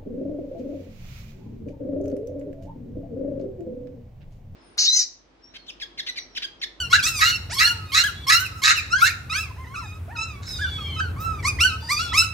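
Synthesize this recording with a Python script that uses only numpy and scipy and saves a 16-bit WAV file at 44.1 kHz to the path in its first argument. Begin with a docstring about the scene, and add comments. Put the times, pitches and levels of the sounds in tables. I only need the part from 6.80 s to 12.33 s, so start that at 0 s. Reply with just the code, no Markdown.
"""First a whimper, then one puppy yelping in a steady rhythm, each yelp starting clear and breaking into a rasp.
Puppies crowd around food bowls on a roofed concrete porch: whimpers, whines and high notes glide as harmonics.
Rasps are uneven pulses through a throat filter; sniffs and ticks of claws and bowls are shaped noise.
Behind them lie far traffic rumble and hiss, made of filtered noise, and an engine drone, a wavering sine.
A wall and the floor answer as decaying noise convolved with the calls."""
import sys
import numpy as np
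from scipy import signal
from scipy.fft import rfft, irfft, next_fast_len
from scipy.io import wavfile
from scipy.ndimage import uniform_filter1d, minimum_filter1d, map_coordinates

SR = 44100
rng = np.random.default_rng(int(sys.argv[2]) if len(sys.argv) > 2 else 0)


def wav_out(sig):
    """Save sig, one row per channel (or a flat mono array), as 16-bit PCM at SR to the path in sys.argv[1]."""
    wavfile.write(sys.argv[1], SR, np.round(np.clip(np.atleast_2d(sig).T, -1, 1) * 32767).astype(np.int16))


def gain_from_db(level_db):
    """Convert decibel levels to linear amplitude factors (20 dB per decade)."""
    decades = np.asarray(level_db, float) / 20
    return 10 ** decades


N = 243873
CLOCK = np.arange(N) / SR  # time of each sample [s]


def unit(x):
    """Normalisation: scaled to rms 1."""
    return x / np.sqrt(np.mean(x ** 2) + 1e-20)


def along(points, hz):
    """Logarithmic frequency scale: (frequency [Hz], value) points joined by lines."""
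    f, v = np.transpose(points)
    return np.interp(np.log(hz + 1), np.log(f + 1), v)


def wobble(rate, size):
    """Band-limited random modulation: a smooth curve through `rate` random knots a second."""
    knots = rng.standard_normal(int(size * rate / SR) + 4)
    return map_coordinates(knots, [np.arange(size) * rate / SR])


def filtered(x, response):
    """Linear filtering: the spectrum of x times a response of frequency, which may be complex."""
    m = next_fast_len(N + SR // 2)
    return irfft(rfft(x, m) * response(np.fft.rfftfreq(m, 1 / SR)), m)[..., :N]


def played(rows, fade_s):
    """Envelope interpolation: the sample span of a call, its columns per sample and its soft edges."""
    s, *columns = np.transpose(rows)
    span = slice(round(s[0] * SR), min(round(s[-1] * SR), N))
    t = CLOCK[span]
    edge = np.clip(np.minimum(t - s[0], s[-1] - t) / fade_s, 0, 1)
    return span, [np.interp(t, s, c) for c in columns], edge


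# relative strength of the harmonics above the third: (frequency [Hz], level [dB])
UPPER_HARMONICS = [(3500, 1), (5500, 1.5), (7000, -5.5), (8500, -4), (10000, -8), (12500, -6.5),
                   (16000, -10.5)]


def voice(calls, jitter, shimmer_db, breath, count=12):
    """Harmonic series of regularly vibrating folds: unsteady in pitch, blurred by breath towards the top."""
    # row: (time [s], pitch [Hz], level [dB], favoured harmonic, brightness [dB],
    #       loss one harmonic away from the favoured one [dB], treble loss [dB per octave])
    strain_db, strain_hz_per_s = 2, 7200  # a climbing voice is brighter, a sinking one duller
    effort = 0.17  # dB of brightness lost per dB under the call's highest level
    higher_offset_db, closing_db = -7.5, 6.5  # higher harmonics: offset, loss per step of mouth from 4
    treble_from_hz = 6500
    out = np.zeros(N)
    k = np.arange(1, count + 1)[:, None]
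    for rows in calls:
        span, columns, edge = played(rows, fade_s=.004)
        hz, level_db, mouth, bright_db, focus_db, treble_db = columns
        climb = uniform_filter1d(np.gradient(hz), size=400) * SR
        bright_db = bright_db + strain_db * np.tanh(climb / strain_hz_per_s)
        hz = hz * (1 + jitter * (wobble(150, len(hz)) + wobble(35, len(hz))))

        higher_db = level_db + effort * (level_db - level_db.max()) + bright_db
        higher_db += higher_offset_db - closing_db * np.abs(4 - mouth)
        db = higher_db + along(UPPER_HARMONICS, k * hz) - along(UPPER_HARMONICS, 5.36 * hz)
        db -= treble_db * np.log2(np.maximum(k * hz / treble_from_hz, 1))
        # the mouth's resonance sets the first three harmonics and may lift the fourth
        db[3] = np.maximum(db[3], level_db - focus_db * np.abs(k[3] - mouth))
        db[:3] = level_db - focus_db * np.abs(k[:3] - mouth) ** 0.69
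        db += shimmer_db * np.array([wobble(92.4, len(hz)) for _ in k])

        blur = np.clip(breath * (k - .6), 0, .9)
        flutter = np.array([wobble(900, len(hz)) for _ in k])
        size = np.sqrt(1 - blur ** 2) + blur * flutter
        phase = 2 * np.pi * np.cumsum(hz) / SR
        harmonics = gain_from_db(db) * size * (k * hz < SR / 2) * np.sin(k * phase)
        out[span] += np.sqrt(2) * edge * harmonics.sum(0)
    return out


# the yelping puppy: (start [s], voice breaks [s], end [s], level in the broken part [dB], pitch there [Hz])
YELP_COURSES = [(.098, 0.125, 0.18, -22.5, 1395), (.388, 0.407, 0.56, -20, 1425),
                (.758, 0.792, 0.91, -18.5, 1406), (1.117, 1.145, 1.244, -17.5, 1385),
                (1.466, 1.494, 1.6, -14.5, 1353), (1.817, 1.841, 1.924, -15, 1291),
                (2.177, 2.214, 2.285, -22, 1332)]


def yelps():
    """Register break: each yelp starts low and clear, jumps in pitch at the break, then climbs and fades."""
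    clear_mouth, wide_mouth, end_mouth = 1.84, 2.126, 1.9  # favoured harmonic
    clear = 3, 8.5, 3  # brightness, loss one harmonic away, treble loss per octave [dB]
    broken = 0.5, 8.5, 3
    courses = []
    for start, crack, end, db, broken_hz in YELP_COURSES:
        courses.append([
            (start, 1017.4, db - 9, clear_mouth, *clear),
            (crack, 1128.4, db + 1.5, clear_mouth, *clear),
            (crack + .012, 1270.5, db - 2.5, wide_mouth, *broken),
            (crack + .55 * (end - crack), broken_hz, db, wide_mouth, *broken),
            (end, 1456, db - 16, end_mouth, *broken)])
    return courses


# thin falling squeaks near the close of yelps: (start [s], end [s], from [Hz], to [Hz], level [dB])
SQUEAK_COURSES = [(0.182, 0.211, 1505, 1130, -18.5), (0.515, 0.57, 1417, 1317, -21),
                  (1.643, 1.676, 1492, 1178, -19), (1.948, 2.001, 1517, 1165, -16),
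                  (2.285, 2.318, 1460, 1123, -18)]


def squeaks():
    """Narrow resonance on a falling pitch: a squeak swells to two thirds of its length and stops."""
    thin = 2.05, -8.5, 34, 3  # favoured harmonic; brightness, loss one harmonic away, treble loss [dB]
    courses = []
    for start, end, from_hz, to_hz, db in SQUEAK_COURSES:
        courses.append([
            (start, from_hz, db - 8.5, *thin),
            ((start + 2 * end) / 3, (from_hz + 2 * to_hz) / 3, db, *thin),
            (end, to_hz, db - 0.5, *thin)])
    return courses


# a rasp in each yelp and two outside them: (start [s], time where the fall changes pace, in one row
# just before the start [s], end [s], relative level at that time [dB], brightness [dB])
RASP_COURSES = [(0.121, 0.143, 0.18, -25.5, 2), (0.405, 0.45, 0.52, -18.5, -4.5),
                (0.792, 0.8, .85, -17, -3), (1.141, 1.154, 1.227, -19.5, 1),
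                (1.492, 1.518, 1.554, -13.5, -1.5), (1.835, 1.882, 1.929, -11.5, -3),
                (2.247, 2.24, 2.301, -20.5, -2), (0.253, 0.27, 0.3, -33, 6), (3.618, 3.7, 4.05, -52.5, 1)]
# colour of the rasp, relative within each of its two bands: (frequency [Hz], density [dB per Hz])
THROAT_COLOUR = [(410, -107), (700, -15), (958, -23.5), (1110, -12), (1280, -9.5), (1600, -1.5),
                 (1730, -2.5), (2660, -13), (3200, -24), (3890, 2.5), (4670, -11.5), (7010, -9.5),
                 (8880, -24), (14600, -80), (16000, -81)]


def rasp(drift=.022, scatter=.12, scatter_db=3.5, breath=.12, split_hz=3200):
    """Subharmonic vibration: folds snap every second cycle, unevenly in time and size, through the throat."""
    s, hz = np.concatenate(yelps())[:, :2].T
    snap_hz = np.interp(CLOCK, s, hz) / 2 * (1 + drift * wobble(120, N))
    at = np.flatnonzero(np.diff(np.floor(np.cumsum(snap_hz) / SR)))
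    late = scatter * rng.random(len(at) - 1) * np.diff(at)
    at = at[:-1] + late.astype(int)
    snaps = np.bincount(at, gain_from_db(scatter_db * rng.standard_normal(len(at))), N)
    source = unit(snaps - snaps.mean()) + breath * rng.standard_normal(N)
    low = unit(filtered(source, lambda f: gain_from_db(along(THROAT_COLOUR, f)) * (f < split_hz)))
    high = unit(filtered(source, lambda f: gain_from_db(along(THROAT_COLOUR, f)) * (f >= split_hz)))
    out = np.zeros(N)
    for start, pace_change, end, level_db, tone_db in RASP_COURSES:
        rows = [(start, level_db + 3, tone_db + 2), (pace_change, level_db, tone_db), (end, level_db - 6, tone_db)]
        span, (db, bright_db), edge = played(rows, fade_s=0.014)
        # ragged bursts, separate in the two bands
        low_tear = gain_from_db(4 * wobble(80, len(db)))
        high_tear = gain_from_db(2.5 * wobble(80, len(db)))
        bands = low_tear * low[span] + high_tear * gain_from_db(bright_db) * high[span]
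        out[span] = edge * gain_from_db(db) * bands
    return out


# colour of the yelper's clear voice: (frequency [Hz], gain [dB])
JAW_COLOUR = [(1000, -9), (1400, 2), (2000, -12), (2800, -1.5), (3250, -8), (4000, 3.5), (5200, 2.5),
              (7000, -1.5)]
# phase of left against right for the yelper: (frequency [Hz], lead [rad])
YELPER_LEAD = [(900, 0), (1300, -2.6), (1800, -2), (2300, -.8), (3000, 0), (7000, .3), (8500, -2.6),
               (9500, 0)]


def yelper():
    """Source and filter: clear voice through the jaws, joined by the rasp; a small mouth radiates nothing low."""
    clear = voice(yelps() + squeaks(), jitter=.009, shimmer_db=4, breath=.13)
    both = filtered(clear, lambda f: gain_from_db(along(JAW_COLOUR, f))) + rasp()
    radiated = filtered(both, lambda f: 1 / (1 + (900 / (f + 1)) ** 12))
    return placed(radiated, YELPER_LEAD, pan_db=-2, near_db=-4, tail_db=-11)


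# whimpers, whines and high notes around the yelps, one table a call:
# (time [s], pitch [Hz], level [dB], favoured harmonic)
WHIMPER_COURSES = [
    [(0, 1521, -20, 2.08), (.026, 1448, -25.5, 1.74), (.08, 1370, -40, 2.1)],
    [(.127, 1317, -4, 1.76), (.145, 1547, -4.5, 0.37), (.165, 1745, -24.5, 1.05), (.2, 1505, -22, 0.78)],
    [(.225, 1065, -25, 3.1), (.259, 1286, -22.5, 2.12), (.285, 1371, -21.5, 1.8), (.329, 1310, -31, 1.88),
     (.4, 1149, -22, 2.4)],
    [(.695, 573, -41, 2.4), (.721, 829.4, -33.5, 2.66), (.749, 1088, -37.5, 3.9), (.76, 1176, -27, 2)],
    [(.84, 942, -32, 2.3), (.924, 937, -45, 1.2), (1.0, 856, -53, 0.96)],
    [(.865, 1848, -27, 1.3), (.877, 1674, -21, 0.87), (.9, 1680, -50, 0.98)],
    [(.87, 1409, -22, 2.2), (.93, 1416, -26, 1.3)],
    [(.95, 1359, -43, 1.35), (1.03, 1282, -47.5, 0.84), (1.115, 1237, -40, 1.74)],
    [(1.235, 1510, -8.5, 1.5), (1.25, 1686, -18, 1.24), (1.27, 1652, -18, 1.45), (1.29, 1390, -23, 1.35),
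     (1.325, 1435, -39, 1.8)],
    [(1.595, 1479, -15.5, 1.46), (1.645, 1540, -28, 1.07)],
    [(1.7, 1349, -46, 1.1), (1.744, 1238, -49, 1), (1.766, 1357, -39, 0.75), (1.81, 1255, -41.5, 1.55)],
    [(2.1, 1233, -38, 1.4), (2.132, 1382, -20.5, 1.25), (2.172, 1634, -26.5, 0.74),
     (2.2, 1620, -27.5, 0.93)],
    [(2.215, 1288, -12.5, 1.21), (2.247, 1525, -10.5, 0.73), (2.28, 1865, -17, 0.71), (2.3, 1867, -36, 1.5)],
    [(2.495, 1217, -37, 2.1), (2.529, 1321, -28.5, 1.9), (2.583, 1726, -36, 0.95), (2.6, 1600, -43, 1.2)],
    [(2.525, 960, -34.5, 1.6), (2.561, 1207, -22.5, 1.95), (2.617, 1346, -27.5, 1.86),
     (2.685, 1043, -46, 1.7), (2.72, 1010, -45, 1.1)],
    [(2.76, 781, -49, 1.3), (2.784, 1017, -45, 1.15), (2.84, 1053, -43.5, 1.35), (2.855, 883, -46.5, 1.6),
     (2.875, 1008, -45, 1.8), (2.906, 1033, -43.5, 1.4), (2.992, 1220, -40.5, 0.76),
     (3.038, 903, -44.5, 1.4), (3.08, 744, -48, 0.61)],
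    [(2.94, 1500, -36.5, 0.95), (2.96, 1265, -35, 1.83), (2.996, 1384, -32.5, 0.63),
     (3.058, 1216, -43, 2.2), (3.18, 1293, -47.5, 1.27)],
    [(3.28, 623, -41.5, 1.1), (3.316, 882, -42.5, 1.6), (3.334, 946, -42, 0.91), (3.43, 892, -49.5, 1)],
    [(3.35, 1535, -41, 0.63), (3.368, 1257, -31.5, 2), (3.43, 1341, -24, 1.55), (3.466, 1325, -33.5, 1.7),
     (3.564, 1135, -45, 1.67), (3.62, 1133, -48, 0.67)],
    [(3.785, 1360, -40, 1), (3.821, 1720, -26.5, 1.23), (3.877, 1390, -35, 0.79), (3.9, 1455, -48, 2.6)],
    [(3.98, 1316, -36.5, 0.52), (4.044, 1120, -47, 1.3), (4.094, 1163, -38.5, 2.3), (4.17, 1048, -47, 2.1)],
    [(4.16, 1305, -36, 1.4), (4.2, 1286, -24, 1.65), (4.206, 1592, -25, 1.04), (4.32, 1283, -49, 1.5)],
    [(4.36, 1054, -45, 1.1), (4.404, 1250, -38.5, 1.12), (4.45, 1349, -31.5, 0.99),
     (4.578, 1233, -41, 1.09), (4.61, 1105, -37.5, 2.1)],
    [(4.625, 1110, -30, 2.4), (4.638, 923, -32, 2), (4.653, 1084, -18, 1.64), (4.685, 1243, -15, 1.67),
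     (4.76, 1112, -73.5, 2.5)],
    [(4.785, 902, -37, 1.96), (4.811, 1332, -14, 2.18), (4.857, 1532, -14.5, 1.57),
     (4.919, 1272, -31.5, 1.68), (4.97, 1305, -39, 1.2)],
    [(5.025, 875, -35, 0.66), (5.065, 922, -43, 0.95), (5.082, 860, -45, 2.1), (5.095, 965, -21, 1.85),
     (5.123, 1212, -15, 1.67), (5.161, 1186, -27.5, 1.53), (5.235, 1414, -38, 3.64), (5.31, 1272, -42, 2.1)],
    [(5.19, 1310, -26.5, 1), (5.228, 1448, -34.5, 1.2), (5.306, 1350, -43, 1.7), (5.33, 1280, -28, 0.47)],
    [(5.328, 875, -34, 1.9), (5.34, 1026, -21, 1.92), (5.364, 1220, -20.5, 1.54),
     (5.388, 1319, -14.5, 2.17), (5.53, 1324, -50.5, 1.2)],
    [(5.41, 1334, -25, 1.7), (5.435, 1480, -28, 1.05), (5.47, 1387, -47, 2.9)],
]
# the voice of each call, in the same order: (brightness [dB], loss one harmonic away from the
# favoured one [dB], treble loss [dB per octave])
WHIMPER_VOICES = [(-4, 15, 8.5), (-11.5, 16.5, 9.5), (3.5, 17, 7), (5.5, 6, 1), (1.5, 13.5, 5), (0, 9, 3.5),
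                  (0, 12, 4.5), (-3, 14, 4), (-3.5, 21.5, 3.5), (-2.5, 25, -1), (1.5, 15, 1.5),
                  (5, 9.5, 30.5), (-5.5, 25.5, 1.5), (0, 5, 15), (-1.5, 17, 5.5), (-2.5, 12.5, 11.5),
                  (-0.5, 12.5, 14), (-12, 13.5, 12), (-1, 14, 35), (-8, 13.5, 12.5), (-17, 11, 12),
                  (-5.5, 13, 24), (-1, 12.5, 11), (3, 18.5, 15.5), (-3, 13.5, 9.5), (3, 19, 12.5),
                  (-15, 6, 7), (4.5, 11, 10), (1.5, 12, 4)]
# colour of these voices: (frequency [Hz], gain [dB])
SNOUT_COLOUR = [(900, 1.5), (1400, 3), (2500, .5), (3200, -3.5), (4000, 2.5), (5500, 2), (8000, 3)]


def whimpers():
    """Moving resonance: gliding pitches whose favoured harmonic shifts with the mouth, coloured by the snout."""
    courses = [[(*row, *tone) for row in rows] for rows, tone in zip(WHIMPER_COURSES, WHIMPER_VOICES)]
    calls = voice(courses, jitter=.0055, shimmer_db=3.5, breath=.07)
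    return filtered(calls, lambda f: gain_from_db(along(SNOUT_COLOUR, f)))


# one whining puppy, one table a whine: (time [s], pitch [Hz], level [dB], favoured harmonic)
WHINE_COURSES = [
    [(1.35, 1123, -48, 3.05), (1.428, 1160, -40, 2.67), (1.46, 1086, -40, 3.46)],
    [(3.66, 1325, -37, 4.74), (3.7, 1310, -30.5, 3.63), (3.784, 1208, -29.5, 3.44),
     (3.87, 1167, -34.5, 3.05), (3.992, 1112, -34, 3.02), (4.162, 1022, -35, 3.02), (4.22, 1014, -39, 2.8)],
    [(5.0, 1159, -44, 3.43), (5.05, 1202, -38, 3.95), (5.136, 1215, -31, 4.34), (5.2, 1134, -27, 3.7),
     (5.262, 1152, -38, 3.05), (5.335, 1117, -39, 2.95)],
]
# its voice: (brightness [dB], loss one harmonic away [dB], treble loss [dB per octave])
WHINER_VOICE = -12, 20, 8


def whines():
    """Overtone selection: a narrow resonance singles out a piercing overtone near the third to fifth harmonic."""
    courses = [[(*row, *WHINER_VOICE) for row in rows] for rows in WHINE_COURSES]
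    return voice(courses, jitter=.004, shimmer_db=2.5, breath=.07)


# noses in the food: (start [s], length [s], starting level [dB])
SNIFF_TIMES = [(3.658, 0.63, -68), (4.4, .07, -40.5), (5.0, 0.066, -59)]
# relative spectrum of a sniff: (frequency [Hz], density [dB per Hz])
SNIFF_COLOUR = [(2000, -20), (6000, -14.5), (10000, -21), (12500, -10), (13800, -7), (15000, -3),
                (16500, -34)]


def sniffs():
    """Turbulent airflow: coloured noise that starts quickly and fades."""
    air = unit(filtered(rng.standard_normal(N), lambda f: gain_from_db(along(SNIFF_COLOUR, f))))
    out = np.zeros(N)
    for s, length, db in SNIFF_TIMES:
        span, (level_db,), edge = played([(s, db), (s + length, db - 16)], fade_s=.006)
        out[span] = edge * gain_from_db(level_db + 2.5 * wobble(66, len(edge))) * air[span]
    return out


# claws and bowls on concrete: (time [s], relative level [dB])
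TICK_TIMES = [(2.4985, -34), (2.6985, -40), (4.448, -42)]


def ticks(life_s=0.0033):
    """Impact: a dry crack of noise that falls by 60 dB within its life."""
    out, t = np.zeros(N), CLOCK[:SR // 50]
    for s, db in TICK_TIMES:
        out[round(s * SR):][:len(t)] += gain_from_db(db - 60 * t / life_s) * rng.standard_normal(len(t)) / 2
    return out


# phase of left against right for the sounds at the bowls: (frequency [Hz], lead [rad])
BOWLS_LEAD = [(900, 0), (1450, 2.1), (1900, -.7), (4000, 1), (6700, -.7), (9000, 1.5), (12000, 1)]


def litter():
    """Superposition: whimpers, whines, sniffs and ticks share one place at the bowls."""
    together = whimpers() + whines() + sniffs() + ticks()
    return placed(together, BOWLS_LEAD, pan_db=-1.5, near_db=-4, tail_db=-11)


# reverberation time of the porch: (frequency [Hz], fall by 60 dB [s])
PORCH_DECAY = [(1000, 0.47), (4000, 0.48), (12000, 0.35)]


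def placed(x, lead, pan_db, near_db, tail_db):
    """Reflection and reverberation: direct sound, quick answers from floor and wall, and the porch's weak tail."""
    def pair(f):
        half_lead = .5 * along(lead, f) * np.array([[1], [-1]])
        return gain_from_db([[pan_db], [0]]) * np.exp(1j * half_lead)  # pan_db is the left channel's gain

    direct = filtered(x, pair)
    hz, t, z = signal.stft(rng.standard_normal((2, SR // 2)), SR, nperseg=256)
    decay = gain_from_db(-60 * t / along(PORCH_DECAY, hz)[:, None])
    tail = signal.istft(z * decay, SR, nperseg=256)[1]
    near = rng.standard_normal(tail.shape) * gain_from_db(-60 * CLOCK[:tail.shape[1]] / .07)  # gone in 70 ms
    answer = gain_from_db(near_db) * near / np.linalg.norm(near[0]) + gain_from_db(tail_db) * tail / np.linalg.norm(tail[0])
    delayed = np.pad(x, (150, 0))[None]  # answers lag by 150 samples
    return direct + signal.fftconvolve(delayed, answer, axes=1)[:, :N]


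# course of the traffic: (time [s], relative rumble level [dB], central drone pitch [Hz])
TRAFFIC_COURSE = [(0, -32.5, 92), (1.72, -34.5, 85.47), (2.2, -35, 81.42), (3.13, -34.5, 86),
                  (3.6, -32.5, 83.27), (4.3, -28, 80.46), (4.8, -27.5, 81.26), (5.08, -33, 83.3),
                  (5.3, -29.5, 76.2), (5.53, -34.5, 82)]
# relative spectrum of rumble and hiss: (frequency [Hz], density [dB per Hz])
AIR_COLOUR = [(20, -59.5), (30, -38), (50, -11.5), (90, -2.5), (200, -21.5), (600, -28), (1300, -9.5),
              (2500, -16), (5000, -27), (9000, -26), (13000, -26.5), (15700, -29), (16500, -89)]
# likeness of left and right in rumble and hiss: (frequency [Hz], correlation)
CHANNEL_LIKENESS = [(60, 0.97), (130, 1), (290, 0.5), (640, 0.43), (3000, 0.42)]


def street(hiss_db=-58, split_hz=600):
    """Partly coherent noise: traffic swells in the bass around a wavering drone; the hiss follows it a little."""
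    def shape(f):
        turn = np.arccos(np.clip(along(CHANNEL_LIKENESS, f), -1, 1)) / 2
        return gain_from_db(along(AIR_COLOUR, f)) * [np.cos(turn), np.sin(turn)]  # mid and side

    def bass_share(f):
        return 1 / (1 + (f / split_hz) ** 4)

    s, rumble_db, drone_hz = np.transpose(TRAFFIC_COURSE)
    rumble = unit(filtered(rng.standard_normal((2, N)), lambda f: shape(f) * bass_share(f)))
    hiss = unit(filtered(rng.standard_normal((2, N)), lambda f: shape(f) * (1 - bass_share(f))))
    swell_db = np.interp(CLOCK, s, rumble_db)
    rise_db = swell_db - swell_db.mean()
    hiss_gain = gain_from_db(hiss_db + 0.54 * rise_db + 1.2 * wobble(0.53, N))
    mid, side = gain_from_db(swell_db - 7) * rumble + hiss_gain * hiss
    pitch = np.interp(CLOCK, s, drone_hz) * (1 + 0.0294 * wobble(3.7, N))
    drone_db = -41.5 + 1.9 * rise_db + 4 * wobble(5, N)  # swings wider than the rumble
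    drone = gain_from_db(drone_db) * np.sin(2 * np.pi * np.cumsum(pitch) / SR)
    return np.array([mid + side, mid - side]) + drone


def scene():
    """Superposition of the yelper, the litter and the street."""
    return yelper() + litter() + street()


def band_limit(x):
    """A steep low-pass at the top of the band."""
    return signal.sosfilt(signal.butter(12, 15900, fs=SR, output="sos"), x)


def record(dry):
    """Peak limiting: a smoothed gain, shared by both channels, ducks around the highest peaks."""
    need = np.minimum(1, .92 / (np.abs(dry).max(0) + 1e-9))
    gain = uniform_filter1d(minimum_filter1d(need, size=441), size=221)
    return band_limit(dry * gain)


dry = scene()
out = record(dry)
wav_out(out)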